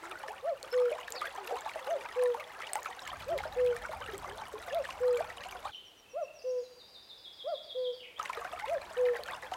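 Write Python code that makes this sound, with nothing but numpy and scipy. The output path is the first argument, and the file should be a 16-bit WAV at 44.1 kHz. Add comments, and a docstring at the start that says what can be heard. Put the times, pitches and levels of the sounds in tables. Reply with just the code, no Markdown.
"""Cuckoo by a small river

A cuckoo repeats its two-note call, near-sine glides, from a dead tree by a river that gurgles and spatters.
The water is ringing bubbles, gliding gurgles, noisy splashes and a soft wash; a breeze rumbles on the microphone.
For a while one listens away from the water, farther from the bird: river and breeze are silent, and the calls
are quieter and echo more strongly off the wood's edge. Songbirds whistle short slurs, blurred by noise tails."""
import sys
import numpy as np
from scipy import signal
from scipy.fft import rfft, irfft
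from scipy.io import wavfile
from scipy.ndimage import uniform_filter1d

SR = 44100
rng = np.random.default_rng(int(sys.argv[2]) if len(sys.argv) > 2 else 0)


def unload_wav(signal):
    """Save mono or channel-first audio to the path in sys.argv[1] as 16-bit WAV at rate SR, clipped to [-1, 1]."""
    wavfile.write(
        sys.argv[1],
        SR,
        np.round(np.clip(np.atleast_2d(signal).T, -1, 1) * 32767).astype(np.int16),
    )


N = 421596
TIME = np.arange(N) / SR


def from_db(db):
    """Decibels to amplitude ratio."""
    return 10 ** (np.asarray(db) / 20)


def rms_one(x):
    """Scale to rms 1."""
    return x / np.sqrt(np.mean(x ** 2) + 1e-20)


def in_time(rows):
    """A curve of (s, value) rows at every sample."""
    return np.interp(TIME, *np.transpose(rows))


def at_hz(points, hz):
    """A spectrum read on a log-frequency axis."""
    known_hz, level = np.transpose(points)
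    return np.interp(np.log(hz), np.log(known_hz), level)


def add(track, s, sound):
    """Mix a sound in at time s."""
    start = int(np.clip(round(s * SR), 0, N))
    track[start:start + len(sound)] += sound[:N - start]


def phase_of(hz):
    """Phase in radians of a gliding pitch."""
    return 2 * np.pi * np.cumsum(hz) / SR


def swell(t, length, attack, release):
    """A rounded attack, a hold and a rounded release; silent outside."""
    rise = np.sin(np.pi / 2 * np.clip(t / attack, 0, 1))
    return rise * np.sin(np.pi / 2 * np.clip((length - t) / release, 0, 1))


def noise(spectrum):
    """Noise of the given colour; rms 1."""
    hz = np.maximum(np.fft.rfftfreq(N, 1 / SR), 1)
    return rms_one(irfft(rfft(rng.standard_normal(N)) * from_db(at_hz(spectrum, hz)), N))


def foliage(x, t60, build_s):
    """Countless small reflections off leaves and trunks build up and die away."""
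    t = np.arange(SR) / SR
    tail = rng.standard_normal(SR) * from_db(-60 * t / t60) * (1 - np.exp(-t / build_s))
    return signal.fftconvolve(x, tail / np.linalg.norm(tail))[:N]


# Colour of far river and leaves. Each row: frequency in Hz, relative level in dB per Hz.
AIR_COLOUR = [(20, -12), (55, 3), (150, -1), (270, 0), (420, 5), (800, 2.5), (1500, -3.5), (3000, -4),
              (7000, -13), (16000, -17.5)]


def air():
    """Far river and leaves merge into steady coloured noise."""
    return from_db(-62.5) * noise(AIR_COLOUR)


# Colour of the breeze on the microphone. Each row: frequency in Hz, relative level in dB per Hz.
BREEZE_COLOUR = [(20, -23), (45, -1), (70, 2), (120, -6), (250, -12), (600, -54)]
# Gusts on the microphone. Each row: start in seconds, length in seconds, level in dB.
BREEZE_GUSTS = [(3, 1.55, -57), (4.452, 3.8, -66), (8.25, 1.5, -69)]
STEADY_BREEZE_DB, GUST_EDGE_S = -71, 0.3


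def breeze():
    """A light steady rumble on the microphone, with gusts on top."""
    gusts = sum(from_db(db) * swell(TIME - s, length, GUST_EDGE_S, GUST_EDGE_S)
                for s, length, db in BREEZE_GUSTS)
    return (from_db(STEADY_BREEZE_DB) + gusts) * noise(BREEZE_COLOUR)


def lapping(count, spread_db):
    """Wavelets lap one after another, unevenly spaced and unequal in strength: rows of (s, dB)."""
    lag, strength = rng.random((count, 2)).T
    lap_s = (np.arange(count) + 2 * lag - 1) / count * TIME[-1]
    return np.column_stack([lap_s, spread_db * (2 * strength - 1)])


def bubble(hz, t60, rise):
    """Trapped air swells within about half a cycle, rings and dies; its pitch shifts as it nears the surface."""
    age = np.linspace(0, 1, max(int(t60 * SR), 8))
    phase = phase_of(hz * (1 + rise * age))
    onset = 1 - np.exp(-(phase / np.pi) ** 2)
    return np.sin(phase) * onset * np.exp(-np.log(1000) * age)


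# Small bubbles by size. Each row: pitch in Hz, relative level in dB.
BUBBLE_LEVELS = [(350, -14), (600, 7.5), (1100, 10), (2000, 11), (3200, 10), (5000, 2.5), (7500, 2),
                 (11000, 0.5)]


def babble(laps, count, spread_db, cycles, flurry_s=.05):
    """Each lap of the water sheds a flurry of small bubbles of all sizes; the low ones ring longest."""
    out = np.zeros(N)
    lap_s, lap_db = laps[np.arange(count) % len(laps)].T
    lag, pitch, size, damping, depth = rng.random((count, 5)).T
    starts_s = lap_s + flurry_s * lag ** 2
    pitches = 350 * 32 ** pitch
    size_db = spread_db * (np.minimum(-np.log(1 - size), 3.1) - 2)
    gains = from_db(lap_db + at_hz(BUBBLE_LEVELS, pitches) + size_db)
    rings_s = cycles * (.5 + damping) / pitches
    rises = 0.603 * depth ** 2 - .25
    for s, hz, gain, t60, rise in zip(starts_s, pitches, gains, rings_s, rises):
        add(out, s, gain * bubble(hz, t60, rise))
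    return out


GURGLE_CYCLES = 45   # length in cycles of the first pitch


def gurgle(length, first_hz, last_hz, flutter_db=4.5, flutter_rate=170):
    """A pocket of air rings: its pitch glides ever faster and flutters as the water laps it."""
    along = np.linspace(0, 1, max(int(length * SR), 8))
    laps = np.interp(along * length * flutter_rate, np.arange(64), rng.standard_normal(64))
    hz = first_hz * (last_hz / first_hz) ** (along ** 1.376) * (1 + 0.0084 * laps)
    return np.sqrt(2) * np.sin(phase_of(hz)) * np.sin(np.pi * along ** 0.81) * from_db(flutter_db * laps)


def eddies(count, level_db, low_hz, high_hz, climb_share):
    """Soft upward gurgles at random moments, the low ones slowest."""
    out = np.zeros(N)
    for when, pitch, size, climb in rng.random((count, 4)):
        hz = low_hz * (high_hz / low_hz) ** pitch
        ring = gurgle(GURGLE_CYCLES / hz, hz, hz * (1 + climb_share * climb))
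        add(out, when * TIME[-1], from_db(level_db - 10 * size) * ring)
    return out


def droplet(hz, t60, splash_db):
    """A drop strikes the surface: a broad tick and a tiny ringing bubble."""
    t = np.arange(SR // 50) / SR
    fade = np.exp(-np.log(1000) * t / t60)
    tick = from_db(splash_db) * rng.standard_normal(len(t)) * fade ** 2
    return np.sin(2 * np.pi * hz * t) * fade + tick


def spray(laps, count, level_db, spread_db, low_hz, high_hz, ring_s=0.0014, splash_db=-4, flurry_s=0.04):
    """With each lap the finest bubbles burst: a dense patter of ticks, each with a pitch of its own."""
    out = np.zeros(N)
    for k, (lag, pitch, size) in enumerate(rng.random((count, 3))):
        lap_s, lap_db = laps[k % len(laps)]
        db = level_db + lap_db + spread_db * (min(-np.log(1 - size), 3.6) - 1)
        hz = low_hz * (high_hz / low_hz) ** pitch
        add(out, lap_s + flurry_s * lag ** 2, from_db(db) * droplet(hz, ring_s, splash_db))
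    return out


def splash(hz, t60):
    """The surface tears as a big bubble forms: a short rush of noise around and above its pitch."""
    t = np.arange(SR // 8) / SR
    band = signal.butter(1, [.8 * hz, 2 * hz], "band", fs=SR, output="sos")
    return rms_one(signal.sosfilt(band, rng.standard_normal(len(t)))) * from_db(-60 * t / t60)


# The loudest bubbles. Each row: start in seconds, pitch in Hz, level in dB.
BIG_BUBBLES = [ (.128, 344, -46.5), (.235, 838, -30.5), (.284, 423, -41), (.283, 1740, -31),
               (.632, 512, -40), (0.82, 1205, -35), (0.857, 1360, -32.5), (.916, 594, -25.5),
               (0.986, 1010, -29.5), (1.081, 1720, -28.5), (1.218, 1176, -26), (1.256, 1590, -25.5),
               (1.353, 993, -31.5), (1.381, 784, -31), (1.476, 2630, -29.5), (1.509, 760, -26),
               (1.522, 470, -27), (1.661, 856, -27), (1.695, 2270, -30), (1.757, 633, -29),
               (1.872, 820, -29), (2.054, 933, -30.5), (2.196, 1700, -32.5), (2.346, 905, -28),
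               (2.604, 1310, -32), (2.622, 1980, -28), (2.672, 2900, -30.5), (2.755, 826, -24),
               (2.859, 1296, -25.5), (3.077, 2120, -29), (3.388, 2090, -26.5), (3.404, 800, -29),
               (3.437, 1390, -28.5), (3.453, 615, -29), (3.765, 1770, -30), (3.892, 623, -31.5),
               (3.934, 884, -30.5), (4.086, 435, -36.5), (4.132, 389.4, -33), (4.245, 1130, -30.5),
               (4.419, 844, -32), (4.537, 425, -33), (4.682, 680, -31.5), (4.853, 1690, -27.5),
               (4.89, 1030, -29), (4.907, 2700, -28.5), (5.206, 707, -25), (5.302, 1920, -31.5),
               (5.438, 2740, -30), (5.654, 800, -28.5), (8.197, 1240, -23.5), (8.257, 2040, -26),
               (8.297, 1016, -24.5), (8.333, 2260, -28), (8.372, 1213, -29.5), (8.373, 458, -33),
               (8.449, 718, -32.5), (8.45, 1450, -28), (8.532, 689, -31), (8.598, 1990, -27.5),
               (8.684, 2080, -33.5), (9.163, 1850, -32), (9.191, 580, -34), (9.286, 1570, -28.5),
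               (9.519, 734, -26), (9.538, 2950, -28.5)]
PLOP_T60_AT_1KHZ_S, PLOP_RING_POWER = .045, 1.35   # ring time goes with this power of bubble size


def plops(count, splash_db, splash_s, shed_db, shed_s):
    """Just after a small splash each big bubble rings, and sheds a few weaker ones of similar size."""
    out = np.zeros(N)
    for s, hz, db in BIG_BUBBLES:
        t60 = PLOP_T60_AT_1KHZ_S * (1000 / hz) ** PLOP_RING_POWER
        add(out, s, from_db(db) * bubble(hz, t60, rise=0.11))
        add(out, s - .004, from_db(db + splash_db) * splash(hz, splash_s))
        for lag, pitch, rise in rng.random((count, 3)):
            ratio = .7 * 3 ** pitch
            shed = bubble(hz * ratio, t60 / ratio, rise / 2)
            add(out, s + shed_s * lag, from_db(db + shed_db - 10 * lag) * shed)
    return out


# How hard the river churns. Each row: time in seconds, level in dB.
CHURN = [(0, -48.5), (.4, -54.5), (.55, -58), (.7, -50.5), (.98, -50.5), (1.7, -48.5), (2.45, -50.5),
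         (3.3, -49), (4.4, -50), (4.51, -53), (4.65, -49), (5.6, -50.5), (8.22, -50.5), (9.55, -50)]
# Gliding pockets of air. Each row: start in seconds, first pitch in Hz, last pitch in Hz, level in dB.
AIR_POCKETS = [(.005, 318, 403, -53.5), (.273, 595, 1380, -42), (.905, 548, 1004, -45),
               (1.1, 452, 540, -48.5), (1.222, 1135, 2010, -44), (1.371, 423, 339, -49.5),
               (1.474, 440.5, 1200, -43), (1.515, 605, 1284, -40), (1.92, 403, 414, -53),
               (2.365, 567, 737, -47.5), (2.755, 825, 1120, -43.5), (3.285, 337, 484, -45),
               (3.835, 1300, 1630, -43.5), (3.995, 917, 1490, -44), (4.26, 362, 492, -51.5),
               (4.34, 571, 1200, -51.5), (4.575, 561, 910, -51), (5.165, 521.4, 902, -36),
               (5.64, 985, 1750, -41.5), (8.615, 804, 946, -41.5), (9.29, 1640, 2410, -43.5),
               (9.515, 677, 1480, -51)]
# The sharpest droplet hits. 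Each row: start in seconds, level in dB, pitch in Hz.
DROPLET_HITS = [(.629, -30.5, 4300), (1.105, -32.5, 12000), (1.1226, -25, 7300), (1.474, -35.5, 11580),
                (1.6086, -36.5, 7500), (2.237, -30.5, 9200), (2.7334, -20, 8230), (2.7555, -24.5, 2010),
                (2.831, -33, 6800), (3.076, -34, 7460), (3.379, -31.5, 3940), (3.663, -35.5, 3400),
                (3.766, -36.5, 8800), (4.18, -33.5, 7800), (4.747, -29.5, 3580), (5.174, -35.5, 7460),
                (8.229, -34, 6330), (9.236, -30, 4330)]
# Colour of the soft wash. Each row: frequency in Hz, relative level in dB per Hz.
WASH_COLOUR = [(150, -14), (300, 1), (500, 0), (830, 11.5), (1800, 4.5), (3200, -3.5), (5500, -10.5),
               (15500, -24)]


def river():
    """The churn drives small bubbles, eddies, spray and a soft wash; big plops, gurgles and droplets stand out."""
    churn = from_db(in_time(CHURN))
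    laps = lapping(count=320, spread_db=4.0)
    small = from_db(-2.5) * babble(laps, count=5200, spread_db=4.0, cycles=63.4)
    small += eddies(count=130, level_db=-0.5, low_hz=514.7, high_hz=2575, climb_share=0.645)
    small += eddies(count=10, level_db=-7.5, low_hz=340.3, high_hz=476, climb_share=0.24)
    small += spray(laps, count=4000, level_db=-4.5, spread_db=5.5, low_hz=5870, high_hz=14500)
    water = churn * small
    water += plops(count=4, splash_db=-17.0, splash_s=0.051, shed_db=-10.5, shed_s=.04)
    for s, first_hz, last_hz, db in AIR_POCKETS:
        add(water, s, from_db(db) * gurgle(GURGLE_CYCLES / first_hz, first_hz, last_hz))
    for s, db, hz in DROPLET_HITS:
        add(water, s, from_db(db) * droplet(hz, t60=0.0071, splash_db=-3.5))
    # no bubble is large enough to ring in the bass, and the very top is soft
    water = signal.sosfilt(signal.butter(4, 310, "high", fs=SR, output="sos"), water)
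    water = signal.sosfilt(signal.butter(2, 14500, fs=SR, output="sos"), water)
    wash = churn * from_db(-4.0) * noise(WASH_COLOUR)
    return water + from_db(-16.5) * foliage(water, t60=0.18, build_s=0.0013) + wash


def whistle(length, first_hz, last_hz, bend=1.2, flutter_db=8.0, waver_hz=0):
    """A slur that starts fast and eases towards its last pitch; strength flutters and pitch may waver."""
    along = np.linspace(0, 1, int(length * SR))
    knots = np.linspace(0, 1, 20)
    flutter, waver = (np.interp(along, knots, row) for row in rng.uniform(-1.1, 1, (2, 20)))
    hz = last_hz + (first_hz - last_hz) * (1 - along) ** bend + waver_hz * waver
    return np.sqrt(2) * np.sin(phase_of(hz)) * np.sin(np.pi * along) * from_db(flutter_db * flutter)


# Single notes. Each row: start in seconds, length in seconds, first pitch in Hz, last pitch in Hz,
# level in dB, share arriving straight (0-1).
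BIRD_NOTES = [ (0.71, 0.04, 5250, 5330, -47, 0.97), (1.137, 0.1, 5330, 3030, -45.5, 0.96),
              (5.645, 0.03, 3250, 4430, -51, 0.8), (5.715, 0.067, 3510, 2645, -46.5, 0.71),
              (6.385, 0.019, 5670, 4530, -53, 0.5), (6.417, 0.02, 6270, 5970, -59, 0.9),
              (6.487, 0.032, 6000, 5450, -58, 0.7), (6.505, 0.023, 6200, 6570, -62, 0.7),
              (6.578, .02, 5570, 4620, -55.5, .6), (6.623, .06, 4410, 3800, -60.5, 0.7),
              (6.596, 0.041, 7000, 6200, -64, 0.6), (8.158, 0.036, 3120, 3560, -53, 1)]
# The soft trill before mixing. Each row: time in seconds, level in dB.
TRILL_LEVEL = [(6.04, -54.5), (6.2, -58), (6.29, -46.5), (6.34, -58), (6.47, -60.5), (6.62, -76)]
TRILL_RATE_HZ, TRILL_SWING_HZ = 36, 90


def songbirds(trill_hz, trill_climb_hz_per_s):
    """Slurs and a soft trill, blurred by the leaves; a faint lingering high tone, like a whistle's reverberation."""
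    scattered, straight = np.zeros(N), np.zeros(N)
    for s, length, first_hz, last_hz, db, share in BIRD_NOTES:
        note = from_db(db) * whistle(length, first_hz, last_hz, waver_hz=0.3 * (first_hz - last_hz))
        add(scattered, s, np.sqrt(1 - min(share, 1) ** 2) * note)
        add(straight, s, share * note)
    lingering = whistle(length=0.67, first_hz=4740, last_hz=4715, flutter_db=1.5)
    add(straight, 6.55, from_db(-62.5) * lingering)
    trill_start_s, trill_end_s = TRILL_LEVEL[0][0], TRILL_LEVEL[-1][0]
    beat = 2 * np.pi * TRILL_RATE_HZ * TIME
    singing = (TIME > trill_start_s) & (TIME < trill_end_s)
    pitch = trill_hz + trill_climb_hz_per_s * (TIME - trill_start_s) + TRILL_SWING_HZ * np.cos(beat)
    pulses = ((1 + np.sin(beat)) / 2) ** 2
    trill = singing * from_db(in_time(TRILL_LEVEL)) * pulses * np.sin(phase_of(pitch))
    return straight + 0.88 * trill + foliage(scattered + 0.8 * trill, t60=1.0, build_s=0.0041)


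CHIP_START_S, CHIP_STEP_S, CHIP_SLOWING_S = 5.724, .118, 0.00073
CHIP_DB, CHIP_GROWTH_DB = -63.5, 1   # first chip before mixing; growth per chip


def chips(count, leaves_db):
    """Thin falling chips, ever wider apart and louder, blurred by the leaves."""
    out = np.zeros(N)
    for k in range(count):
        s = CHIP_START_S + CHIP_STEP_S * k + CHIP_SLOWING_S * k ** 2
        chip = whistle(length=0.06, first_hz=6360, last_hz=5620, bend=3.5, flutter_db=0.0, waver_hz=90)
        add(out, s, from_db(CHIP_DB + CHIP_GROWTH_DB * k) * chip)
    return 0.6 * out + from_db(leaves_db) * foliage(out, t60=.12, build_s=.002)


def hook(length, low_hz, drop_share, turn_share):
    """A slur that dives to its lowest pitch and curls up a little at the end, swelling and fading."""
    along = np.linspace(0, 1, int(length * SR))
    hz = low_hz * (1 + drop_share * (1 - along / turn_share) ** 2)
    return np.sqrt(2) * np.sin(phase_of(hz)) * np.sin(np.pi * along ** 1.2)


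# The warbler off nearby trunks. Each row: delay in seconds, level in dB.
TRUNK_ECHOES = [(.036, -24), (0.059, -15)]
WARBLE_START_S, WARBLE_STEP_S, WARBLE_SETTLE_NOTES = 6.783, .15, 3.7
WARBLE_END_HZ, WARBLE_SINK_HZ = 3095, 584
WARBLE_END_DB, WARBLE_SWELL_DB = -40.5, 13.5   # before mixing


def warbler(count, grace_s, grace_db, closing_db, leaves_db):
    """Even hooked slurs sink and swell, each with trunk echoes and a quick high stroke; a hoarse slur ends it."""
    slurs, graces, closing = np.zeros(N), np.zeros(N), np.zeros(N)
    for k in range(count):
        s = WARBLE_START_S + WARBLE_STEP_S * k
        unsettled = np.exp(-k / WARBLE_SETTLE_NOTES)
        hz = WARBLE_END_HZ + WARBLE_SINK_HZ * unsettled
        swell_db = -WARBLE_SWELL_DB * unsettled
        slur = hook(.046, hz * (1 + rng.normal(0, 0.0164)), drop_share=.35, turn_share=.85)
        add(slurs, s, from_db(WARBLE_END_DB + swell_db) * slur)
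        grace = whistle(length=.024, first_hz=5400, last_hz=1.3 * hz, waver_hz=200)
        add(graces, s + grace_s, from_db(grace_db + swell_db / 2) * grace)
    hoarse = whistle(length=.125, first_hz=3300, last_hz=2080, waver_hz=480)
    add(closing, 7.975, from_db(closing_db) * hoarse)
    strokes = graces + closing
    out = slurs + 0.44 * strokes + foliage(strokes, t60=0.48, build_s=0.0036)
    for delay, db in TRUNK_ECHOES:
        add(out, delay, from_db(db) * slurs)
    return from_db(-3.0) * out + from_db(leaves_db) * foliage(slurs, t60=0.69, build_s=0.004)


# Note envelopes: length, attack and release in seconds.
CU_ENVELOPE_S, CKOO_ENVELOPE_S = (.1264, .0617, .0409), (.192, .0516, .05)
CU_START_HZ, CU_TOP_HZ, CU_END_HZ, CU_ARCH_POWER = 476.9, 686, 505.5, 2.21


def cu_pitch(t):
    """The high note arches up to a top and falls back."""
    along = t / CU_ENVELOPE_S[0]
    foot = CU_START_HZ + (CU_END_HZ - CU_START_HZ) * along
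    return foot + (CU_TOP_HZ - foot) * np.abs(np.sin(np.pi * along)) ** CU_ARCH_POWER


CKOO_HZ, CKOO_SAG_HZ_PER_S, CKOO_SCOOP_HZ, CKOO_SCOOP_S = 507.5, 135, 47, .011


def ckoo_pitch(t):
    """The low note scoops up quickly, then sags."""
    return CKOO_HZ - CKOO_SAG_HZ_PER_S * t - CKOO_SCOOP_HZ * np.exp(-t / CKOO_SCOOP_S)


def hoot(pitch, ratio, envelope, overtone_db):
    """One cuckoo note: almost a pure sine, with a faint second and fainter third harmonic."""
    t = np.arange(int(envelope[0] * SR)) / SR
    phase = phase_of(ratio * pitch(t))
    overtones = from_db(overtone_db) * (np.sin(2 * phase) + from_db(-17) * np.sin(3 * phase))
    return swell(t, *envelope) * (np.sin(phase) + overtones)


# The cuckoo off the trees. Each row: delay in seconds, level in dB before the place's echo_db.
WOOD_ECHOES = [(.07, -31), (.143, -24)]


def cuckoo(calls, delivery, reflections, echo_db, scatter_db):
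    """An arched high note, a gap, a sagging low note; the ground and the trees answer."""
    voice, (gap_s, ratio) = np.zeros(N), delivery
    for s, cu_db, ckoo_db in calls:
        cu = hoot(cu_pitch, ratio, CU_ENVELOPE_S, overtone_db=-21.5)
        ckoo = hoot(ckoo_pitch, ratio, CKOO_ENVELOPE_S, overtone_db=-35)
        add(voice, s, from_db(cu_db) * cu)
        add(voice, s + gap_s, from_db(ckoo_db) * ckoo)
    direct = voice.copy()
    for delay, gain in reflections:
        add(direct, delay, gain * voice)
    out = direct + from_db(scatter_db) * foliage(direct, t60=0.64, build_s=0.1)
    for delay, db in WOOD_ECHOES:
        add(out, delay, from_db(db + echo_db) * direct)
    return out


# The cuckoo's calls. Each row: start in seconds, level of "cu" in dB, level of "ckoo" in dB.
CALLS = [(0.4235, -29.5, -21), (1.8588, -29.5, -22), (3.2615, -30, -21.5), (4.7035, -29, -21.5),
         (6.1311, -31, -26.5), (7.4382, -30.5, -27), (8.6653, -29.5, -21.5)]
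# Ground and nearby surfaces ripple the gliding notes. Each row: delay in seconds, signed gain.
BANK_REFLECTIONS, AWAY_REFLECTIONS = [(.00804, -.3), (.04002, .135)], [(.00667, .27), (.01507, .25)]
# Delivery as heard at each place: seconds from "cu" to "ckoo", pitch ratio.
BANK_DELIVERY, AWAY_DELIVERY = (.2988, 1), (.3068, 1.0185)
AWAY_FROM_S, AWAY_TO_S = 5.708, 8.18   # the stay away from the water


def scene():
    """Water and breeze are heard only from the bank; birds and air are everywhere."""
    is_away = (TIME > AWAY_FROM_S) & (TIME < AWAY_TO_S)
    away = uniform_filter1d(is_away.astype(float), size=600)
    far_calls = [call for call in CALLS if AWAY_FROM_S < call[0] < AWAY_TO_S]
    bank_calls = [call for call in CALLS if not AWAY_FROM_S < call[0] < AWAY_TO_S]
    calls = cuckoo(bank_calls, BANK_DELIVERY, BANK_REFLECTIONS, echo_db=-10, scatter_db=-29)
    calls += cuckoo(far_calls, AWAY_DELIVERY, AWAY_REFLECTIONS, echo_db=0, scatter_db=-15)
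    birds = songbirds(trill_hz=2625, trill_climb_hz_per_s=230)
    birds += chips(count=7, leaves_db=-9.0)
    birds += warbler(count=8, grace_s=.091, grace_db=-48.5, closing_db=-48, leaves_db=1.0)
    return (calls + birds + air() + (1 - away) * (river() + breeze()))[None]


CUTOFF_HZ = 16000


def record(dry):
    """The top is cut steeply."""
    return signal.sosfilt(signal.ellip(10, .1, 80, CUTOFF_HZ, fs=SR, output="sos"), dry)


dry = scene()
out = record(dry)
unload_wav(out)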